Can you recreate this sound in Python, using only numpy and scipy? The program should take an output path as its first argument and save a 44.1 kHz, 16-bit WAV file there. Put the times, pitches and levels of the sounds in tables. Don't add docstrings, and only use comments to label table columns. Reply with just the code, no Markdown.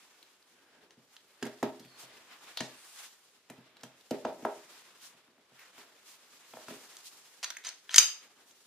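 import sys
import numpy as np
from scipy import signal
from scipy.fft import rfft, irfft
from scipy.io import wavfile

SR = 44100
rng = np.random.default_rng(int(sys.argv[2]) if len(sys.argv) > 2 else 0)


def store_wav(level_fs):
    pcm = np.round(np.clip(np.atleast_2d(level_fs), -1, 1) * 32767)
    wavfile.write(sys.argv[1], SR, pcm.T.astype(np.int16))


N = 381906

# (frequency [Hz], level [dB], t60 [s])
BAR_MIDDLE_MODES = [(1570, 1.5, .008), (1850, -7, 0.0067), (2200, -5, 0.01), (2580, -13, .008),
                    (3172, 1.5, 0.0092), (3600, -1.5, 0.0072), (4050, -1, 0.0064)]
BAR_TREBLE_MODES = [(4630, -10, .008), (4880, -8, .014), (5770, -12.5, .01), (6030, -1.5, 0.011),
                    (6230, -3.5, 0.022), (6360, -1, 0.028), (6340, -25, .3), (6484, -5.5, .025),
                    (6690, -5, 0.0047), (7550, -16.5, .006)]
# (time [s], crack [dB], crack centre [Hz], bar [dB], jaws [dB],
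# jaws tilt [dB/octave], bench [dB], bench tilt [dB/octave])
SET_DOWNS = [(0.971, -50, 1300, -65, -75.5, -6, -59, -9.5), (1.4257, -8.5, 1600, -22, -36, 4, -33.5, 0.5),
             (1.4521, -12, 1750, -34, -58, 10, -48, 7), (1.4652, -15, 1606, -31.5, -41, -2, -43.5, 4),
             (1.6279, -9.5, 1437, -28.5, -22, 8, -27, 3), (1.7964, -22.5, 4300, -56, -60, -6, -50.5, -4),
             (1.849, -25.5, 2260, -63, -78, -3, -62, -18.5), (2.0333, -27, 4740, -59, -52, 2, -64.5, -18),
             (2.6042, -7, 1820, -18.5, -31, 5.5, -37, -6), (3.499, -16, 1950, -35.5, -45, 5, -49, -6.5),
             (3.5794, -36, 3020, -74, -61, -4, -53, -11),
             (3.8337, -15.5, 4720, -30.5, -43.5, 5.5, -49, -9.5),
             (4.109, -11.5, 5570, -30.5, -34, -13.5, -30, 5),
             (4.2497, -28, 1440, -29.5, -22.5, 2.5, -36.5, 10.5),
             (4.4232, -38.5, 2260, -58, -54, -9, -46, 4), (4.45, -14.5, 1320, -38, -19, 7, -37.5, 15),
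             (5.1406, -44, 1400, -71, -60, 4, -67, -7), (5.2784, -48, 2050, -72, -62, 20, -65.5, 2),
             (5.379, -36, 1570, -78, -63, 1.8, -68, 7), (5.5174, -47, 2440, -66, -60, 9, -69.5, -17),
             (5.779, -19, 2090, -59, -48, 15.5, -61, 10), (6.536, -24, 2500, -49, -41, 6, -55, -3),
             (6.569, -23, 1590, -56, -39.5, 3.5, -58, 1), (6.683, -19, 2200, -38, -39, 17, -47, -1.5),
             (6.7053, -38, 1380, -58, -52, -12, -45.5, 3)]
BAND_EDGES_HZ = 30 * 2 ** np.arange(0, 9.3, .5)


def from_db(db):
    return 10 ** (np.asarray(db) / 20)


def unit_rms(x):
    return x / np.sqrt(np.mean(x ** 2) + 1e-20)


def in_time(rows):
    times_s, *columns = np.transpose(rows)
    return [np.interp(np.arange(N) / SR, times_s, column) for column in columns]


def at_hz(points, hz):
    points_hz, values = np.transpose(points)
    return np.interp(np.log(hz), np.log(points_hz), values)


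def band(x, low_hz, high_hz):
    sos = signal.butter(2, [low_hz, min(high_hz, 18000)], "band", fs=SR, output="sos")
    return signal.sosfilt(sos, x)


def drift(rate_hz):
    hop = 40
    pole = np.exp(-2 * np.pi * rate_hz * hop / SR)
    slow = signal.lfilter([1], [1, -2 * pole, pole ** 2], rng.standard_normal(N // hop + 2002))[2000:]
    return np.interp(np.arange(N) / hop, np.arange(len(slow)), unit_rms(slow))


def ring(push, modes, tilt_db_per_oct=0, t60_scale=1):
    out, middle_hz = 0, modes[len(modes) // 2][0]
    for k, (hz, level_db, t60_s) in enumerate(modes):
        r, w = 10 ** (-3 / (t60_scale * t60_s * SR)), 2 * np.pi * hz / SR
        gain = (-1) ** (k % 3 == 2) * from_db(level_db + tilt_db_per_oct * np.log2(hz / middle_hz))
        out = out + gain * signal.lfilter([0, np.sin(w)], [1, -2 * r * np.cos(w), r * r], push)
    return out


def stereo_bands(size):
    # (frequency [Hz], left-right correlation [-1..1])
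    correlation = [(60, 1), (150, 0.74), (380, 0.917), (950, 0.77), (2380, 0.36), (5960, -0.13),
                   (15000, 0.12)]
    white = rng.standard_normal((2, 2, size))
    for k, (low_hz, high_hz) in enumerate(zip(BAND_EDGES_HZ, BAND_EDGES_HZ[1:])):
        mid, side = band(white[k % 2], low_hz, high_hz)
        hz = np.sqrt(low_hz * high_hz)
        alike = at_hz(correlation, hz)
        yield hz, np.sqrt(1 + alike) * mid + np.sqrt(1 - alike) * side * [[1], [-1]]


def workshop_echo(x):
    # (frequency [Hz], t60 [s])
    decay = [(100, 0.15), (400, 0.338), (1500, 0.35), (4000, 0.36), (8000, 0.32), (15000, 0.28)]
    # (frequency [Hz], level [dB])
    echo_levels = [(100, -20), (400, -2), (1500, -5.5), (4000, -7), (8000, -9.5), (15000, -4)]
    t = np.arange(SR // 2) / SR
    tail = 0
    for hz, noise in stereo_bands(len(t)):
        t60_s = at_hz(decay, hz)
        decay_energy = t60_s * SR / np.log(1e6)
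        tail = tail + noise * from_db(at_hz(echo_levels, hz) - 60 * t / t60_s) / np.sqrt(decay_energy)
    build_up = 1 - np.exp(-(t / 0.00088) ** 2)
    return signal.fftconvolve(x[None], tail * build_up, axes=1)[:, :N]


def rubbing_gains():
    # (time [s], low shuffle [dB], skin on wood [dB], cloth hiss [dB])
    handling = [(0.0, -75, -65.5, -66), (0.51, -78.5, -72.5, -74), (0.84, -70, -69, -76),
                (1.11, -80, -78, -76), (1.47, -73.5, -64, -66.5), (1.61, -70, -66, -66.5),
                (2.1, -68.5, -61.5, -66), (2.6, -72, -64, -67), (2.94, -79, -60.5, -56),
                (3.33, -80.5, -73, -71), (3.76, -68.5, -64.5, -74.5), (4.15, -79.5, -70.5, -66),
                (4.29, -48, -58, -65), (4.36, -58.5, -65.5, -64.5), (4.75, -73, -61, -61.5),
                (5.38, -77.5, -73, -78.5), (5.84, -73, -66.5, -69.5), (6.49, -75.5, -66, -62.5),
                (6.73, -62, -56.5, -56), (7.04, -75, -64, -60), (7.96, -79.5, -73.5, -71.5),
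                (8.08, -82.5, -62, -65.5), (8.3, -74, -68, -70), (8.66, -75, -73, -72)]
    # (peak time [s], half-width [s], skin [dB], cloth [dB])
    brushes = [(.03, 0.05, -73.5, -73.5), (.32, 0.031, -73, -69), (.5, 0.026, -73, -71),
               (1.14, 0.037, -69, -68), (2.018, 0.0272, -58.5, -55), (2.332, 0.029, -58.5, -69),
               (2.5, 0.073, -59, -60.5), (3.016, 0.038, -54.5, -51), (5.044, 0.037, -67, -55.5),
               (5.619, 0.06, -63.5, -64.5), (5.797, 0.04, -61, -62), (6.104, 0.033, -60, -54),
               (6.44, 0.027, -62, -71), (7.073, 0.02, -81, -51), (8.489, 0.017, -83.5, -64),
               (8.629, 0.1, -72.5, -64.5)]
    settle_re_bench_db, skin_re_settle_db, settle_t60_s = -11, -7.5, 0.255
    t = np.arange(N) / SR
    shuffle_power, skin_power, cloth_power = from_db(in_time(handling)) ** 2
    blows = np.zeros(N)
    for time_s, *_, bench_db, _ in SET_DOWNS:
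        blows[round(time_s * SR)] = from_db(bench_db + settle_re_bench_db) ** 2
    settle_power = signal.lfilter([1], [1, -from_db(-60 / (settle_t60_s * SR)) ** 2], blows)
    shuffle_power += settle_power
    skin_power += settle_power * from_db(skin_re_settle_db) ** 2
    for peak_s, width_s, skin_db, cloth_db in brushes:
        swell = np.exp(-((t - peak_s) / width_s) ** 2)
        skin_power += swell * from_db(skin_db) ** 2
        cloth_power += swell * from_db(cloth_db) ** 2
    return np.sqrt([shuffle_power, skin_power, cloth_power])


def rustle_and_air(flicker_db, air_db):
    # (frequency [Hz], relative density [dB])
    shuffle = [(60, -12), (120, -13), (250, 0), (450, 2), (800, -4.5), (1500, -60.5)]
    skin = [(300, -32.5), (600, -6.5), (1000, 0), (1700, -0.5), (2800, -1.5), (4500, -7.5), (8000, -34.5)]
    cloth = [(1500, -31), (3000, -2), (4500, -0.5), (7000, 0.5), (10000, -5.5), (13000, -8), (16000, -10)]
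    air = [(15, -44), (25, -25.5), (49, -2), (273, 3.5), (348, -3.5), (398, 8), (535, -12.5), (1650, -11.5),
           (2540, -17.5), (3330, 2.5), (15400, -20)]
    gains = rubbing_gains()
    centres_hz, widths_hz = np.sqrt(BAND_EDGES_HZ[1:] * BAND_EDGES_HZ[:-1]), np.diff(BAND_EDGES_HZ)
    shapes = [from_db(at_hz(spectrum, centres_hz)) for spectrum in (shuffle, skin, cloth, air)]
    *rub_shapes, air_shape = [s / np.sqrt(np.sum(s ** 2 * widths_hz) * 2 / SR) for s in shapes]
    out, common_drift = 0, drift(rate_hz=18)
    for k, (_, noise) in enumerate(stereo_bands(N)):
        rub_power = sum((gain * shape[k]) ** 2 for gain, shape in zip(gains, rub_shapes))
        air_power = (from_db(air_db) * air_shape[k]) ** 2
        flicker = from_db(flicker_db * (common_drift + .5 * drift(rate_hz=10)))
        out = out + noise * np.sqrt(rub_power * flicker ** 2 + air_power)
    return out


def squeaks():
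    # (start [s], end [s], centre [Hz], width [Hz], level [dB])
    rubs = [(0.51, 0.94, 1570, 220, -74), (1.79, 2.16, 4400, 380, -66.5), (1.788, 1.9, 3420, 300, -68),
            (2.3, 2.4, 1600, 127, -76), (3.554, 3.852, 8100, 94, -95), (2.569, 2.61, 4000, 1500, -41.5),
            (2.598, 2.677, 4900, 4500, -50), (2.74, 3.0, 8980, 2150, -64), (0.8, 0.89, 477, 500, -77),
            (5.57, 5.68, 1800, 1200, -61.5)]
    t, out = np.arange(N) / SR, np.zeros(N)
    for start_s, end_s, hz, width_hz, level_db in rubs:
        on = (t > start_s) & (t < end_s)
        tone = unit_rms(band(rng.standard_normal(on.sum()), hz - width_hz / 2, hz + width_hz / 2))
        fade = np.sqrt(np.sin(np.pi * (t[on] - start_s) / (end_s - start_s)))
        out[on] += from_db(level_db) * tone * fade
    return out


def jaw_slides():
    # (time [s], level [dB])
    strokes = [
        [(7.429, -30), (7.444, -32.5), (7.455, -53), (7.53, -63)],
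        [(7.63, -70.5), (7.648, -43.5), (7.69, -44), (7.71, -58.5), (7.76, -80)],
        [(7.893, -61), (7.92, -44), (7.938, -40), (7.95, -40), (7.98, -31.5)],
    ]
    catches_per_s, uneven_db = 4000, 3.0
    catches = (rng.random(N) < catches_per_s / SR) * rng.standard_normal(N)
    catches = catches * from_db(uneven_db * drift(rate_hz=120)) + 1e-18
    bar = from_db(12.5) * ring(catches, BAR_TREBLE_MODES) + ring(catches, BAR_MIDDLE_MODES)
    rasp = from_db(12.0) * unit_rms(band(catches, 1300, 6000))
    scrape = unit_rms(band(unit_rms(bar), 590, 13000) + rasp)
    t = np.arange(N) / SR
    envelope = sum(from_db(in_time(rows)[0]) * (t > rows[0][0]) * (t < rows[-1][0]) for rows in strokes)
    return scrape * envelope


def place(sound, time_s):
    # (time [s], left lag [us], left minus right [dB])
    positions = [(0, -66, 5), (1.4, 33, -2.7), (2.5, -36, 4), (4, -18, -1.3), (4.5, -26, 2), (5.5, 62, 0.5),
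                 (6.6, 12, 0.5), (7.5, 45, -2.04), (8, 23, 2.5)]
    times_s, lags_us, pans_db = np.transpose(positions)
    lag_s = np.interp(time_s, times_s, lags_us) * 1e-6
    delays_s = np.array([[max(lag_s, 0)], [max(-lag_s, 0)]])
    hz = np.fft.rfftfreq(len(sound), 1 / SR)
    pair = irfft(rfft(sound) * np.exp(-2j * np.pi * hz * delays_s), len(sound))
    return pair * from_db(np.interp(time_s, times_s, pans_db) * np.array([[.5], [-.5]]))


def strike(out, time_s, crack_db, crack_hz, treble_db, middle_db, jaws_db, jaws_db_per_oct,
           bench_db, bench_db_per_oct, contact_ms, sheen_re_crack_db):
    size, gripped_until_s = 12288, 7.3
    t_ms = 1000 * np.arange(size) / SR
    tick = (t_ms == 0) + 1e-18
    grit = rng.standard_normal(size) * np.exp(-t_ms / contact_ms) * np.tanh(t_ms / (.3 * contact_ms))
    grit = grit / np.sqrt(np.sum(grit ** 2)) + 1e-18
    edge = band(.9 * tick + grit, crack_hz / 1.3, crack_hz * 1.4)
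    sheen = from_db(sheen_re_crack_db) * band(grit, 7700, 16000)
    crack = from_db(crack_db) * (band(edge, crack_hz / 1.33, crack_hz * 1.65) + sheen)
    t60_scale = .22 if time_s < gripped_until_s else 1
    treble = from_db(treble_db) * ring(grit, BAR_TREBLE_MODES, t60_scale=t60_scale)
    middle = from_db(middle_db) * ring(grit, BAR_MIDDLE_MODES, t60_scale=t60_scale)
    bar = band(treble + middle, 1900, 9300)
    # (frequency [Hz], level [dB], t60 [s])
    jaw_modes = [(487, -14, 0.1), (535.5, -2.5, 0.028), (618.7, 0, 0.055), (715, -2, 0.016),
                 (800, -4, 0.022), (932, -4.5, 0.038), (1148, -5.5, 0.0088), (1300, -16, 0.026),
                 (1616, -13.5, 0.014), (1915, -17.5, 0.0065)]
    bench_modes = [(129.8, -11.5, 0.29), (166, -10, 0.17), (221.5, -4.5, 0.19), (260, -1, 0.19),
                   (277, -7, 0.13), (341, -6.5, 0.11), (410, -8, 0.19)]
    jaws = from_db(jaws_db) * band(ring(tick, jaw_modes, jaws_db_per_oct), 300, 3900)
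    bench = band(ring(tick, bench_modes, bench_db_per_oct), 118, 700)
    bench = from_db(bench_db) * band(bench, 100, 1500)
    start = round(time_s * SR)
    out[:, start:start + size] += place(crack + bar + jaws + bench, time_s)[:, :N - start]


def set_downs():
    out = np.zeros((2, N))
    for time_s, crack_db, crack_hz, bar_db, *jaws_and_bench in SET_DOWNS:
        treble_db = bar_db - 5.5
        strike(out, time_s, crack_db, crack_hz, treble_db, bar_db, *jaws_and_bench,
               contact_ms=4.58, sheen_re_crack_db=-9.5)
    return out


def jaw_clacks():
    # (time [s], crack [dB], crack centre [Hz], bar treble [dB], bar middle [dB], jaws [dB])
    clacks = [(0.2275, -22.5, 3200, -51, -59, -74), (0.426, -34, 3960, -71, -76, -84.5),
              (0.9068, -43, 3160, -53, -41.5, -67), (1.1651, -31, 3220, -66, -35.5, -80),
              (1.5873, -36, 3230, -65, -49, -70), (2.5728, -2, 3250, -31, -24, -38.5),
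              (3.768, -31, 3270, -62, -40, -76), (3.81, -30, 3800, -66, -60, -78),
              (4.01, -30, 3600, -66, -60, -80), (5.5938, -20.5, 1960, -61, -57, -77),
              (6.9682, -24.5, 7500, -30, -63, -76), (7.4295, -20, 6240, -45, -49.5, -42),
              (7.436, -24, 5000, -33, -53, -64), (7.4424, -21, 4940, -21.5, -32, -81),
              (7.5036, -6, 5000, -39, -28.5, -50), (7.5487, -19.5, 1820, -60, -61, -71.5),
              (7.5682, -7.5, 1860, -41, -44, -57.5), (7.649, -13.5, 6240, -37, -41.5, -53),
              (7.667, -37.5, 4740, -31, -36, -44.5), (7.6729, -28, 4970, -48, -40.5, -73),
              (7.6897, -8, 5030, -51.5, -56, -76.5), (7.8923, -23, 2660, -46, -33, -51),
              (7.9074, -19, 3260, -40.5, -37.5, -77.5), (7.9423, -0.9, 6218, -12.5, -15, -46),
              (7.9604, 13, 6020, -13.5, -13.5, -68), (7.9816, 15.5, 6340, 3.5, -5.5, -57.5),
              (7.9884, 14.5, 6140, -21, -33.5, -73), (8.5094, -30, 3260, -52.5, -71, -66)]
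    out = np.zeros((2, N))
    for time_s, crack_db, crack_hz, treble_db, middle_db, jaws_db in clacks:
        strike(out, time_s, crack_db, crack_hz, treble_db, middle_db, jaws_db, jaws_db_per_oct=16,
               bench_db=crack_db - 73.5, bench_db_per_oct=16, contact_ms=2.14, sheen_re_crack_db=-10)
    return out


def scene():
    direct = set_downs() + jaw_clacks() + jaw_slides() + squeaks()
    return direct + workshop_echo(direct.mean(axis=0)) + rustle_and_air(flicker_db=1.65, air_db=-80)


def record(dry):
    limited = 1.321 * np.tanh(dry / 1.497)
    thinned = signal.sosfilt(signal.butter(2, 75, "high", fs=SR, output="sos"), limited)
    return signal.sosfilt(signal.cheby2(12, 60, 16000, fs=SR, output="sos"), thinned).clip(-1, 1)


dry = scene()
out = record(dry)
store_wav(out)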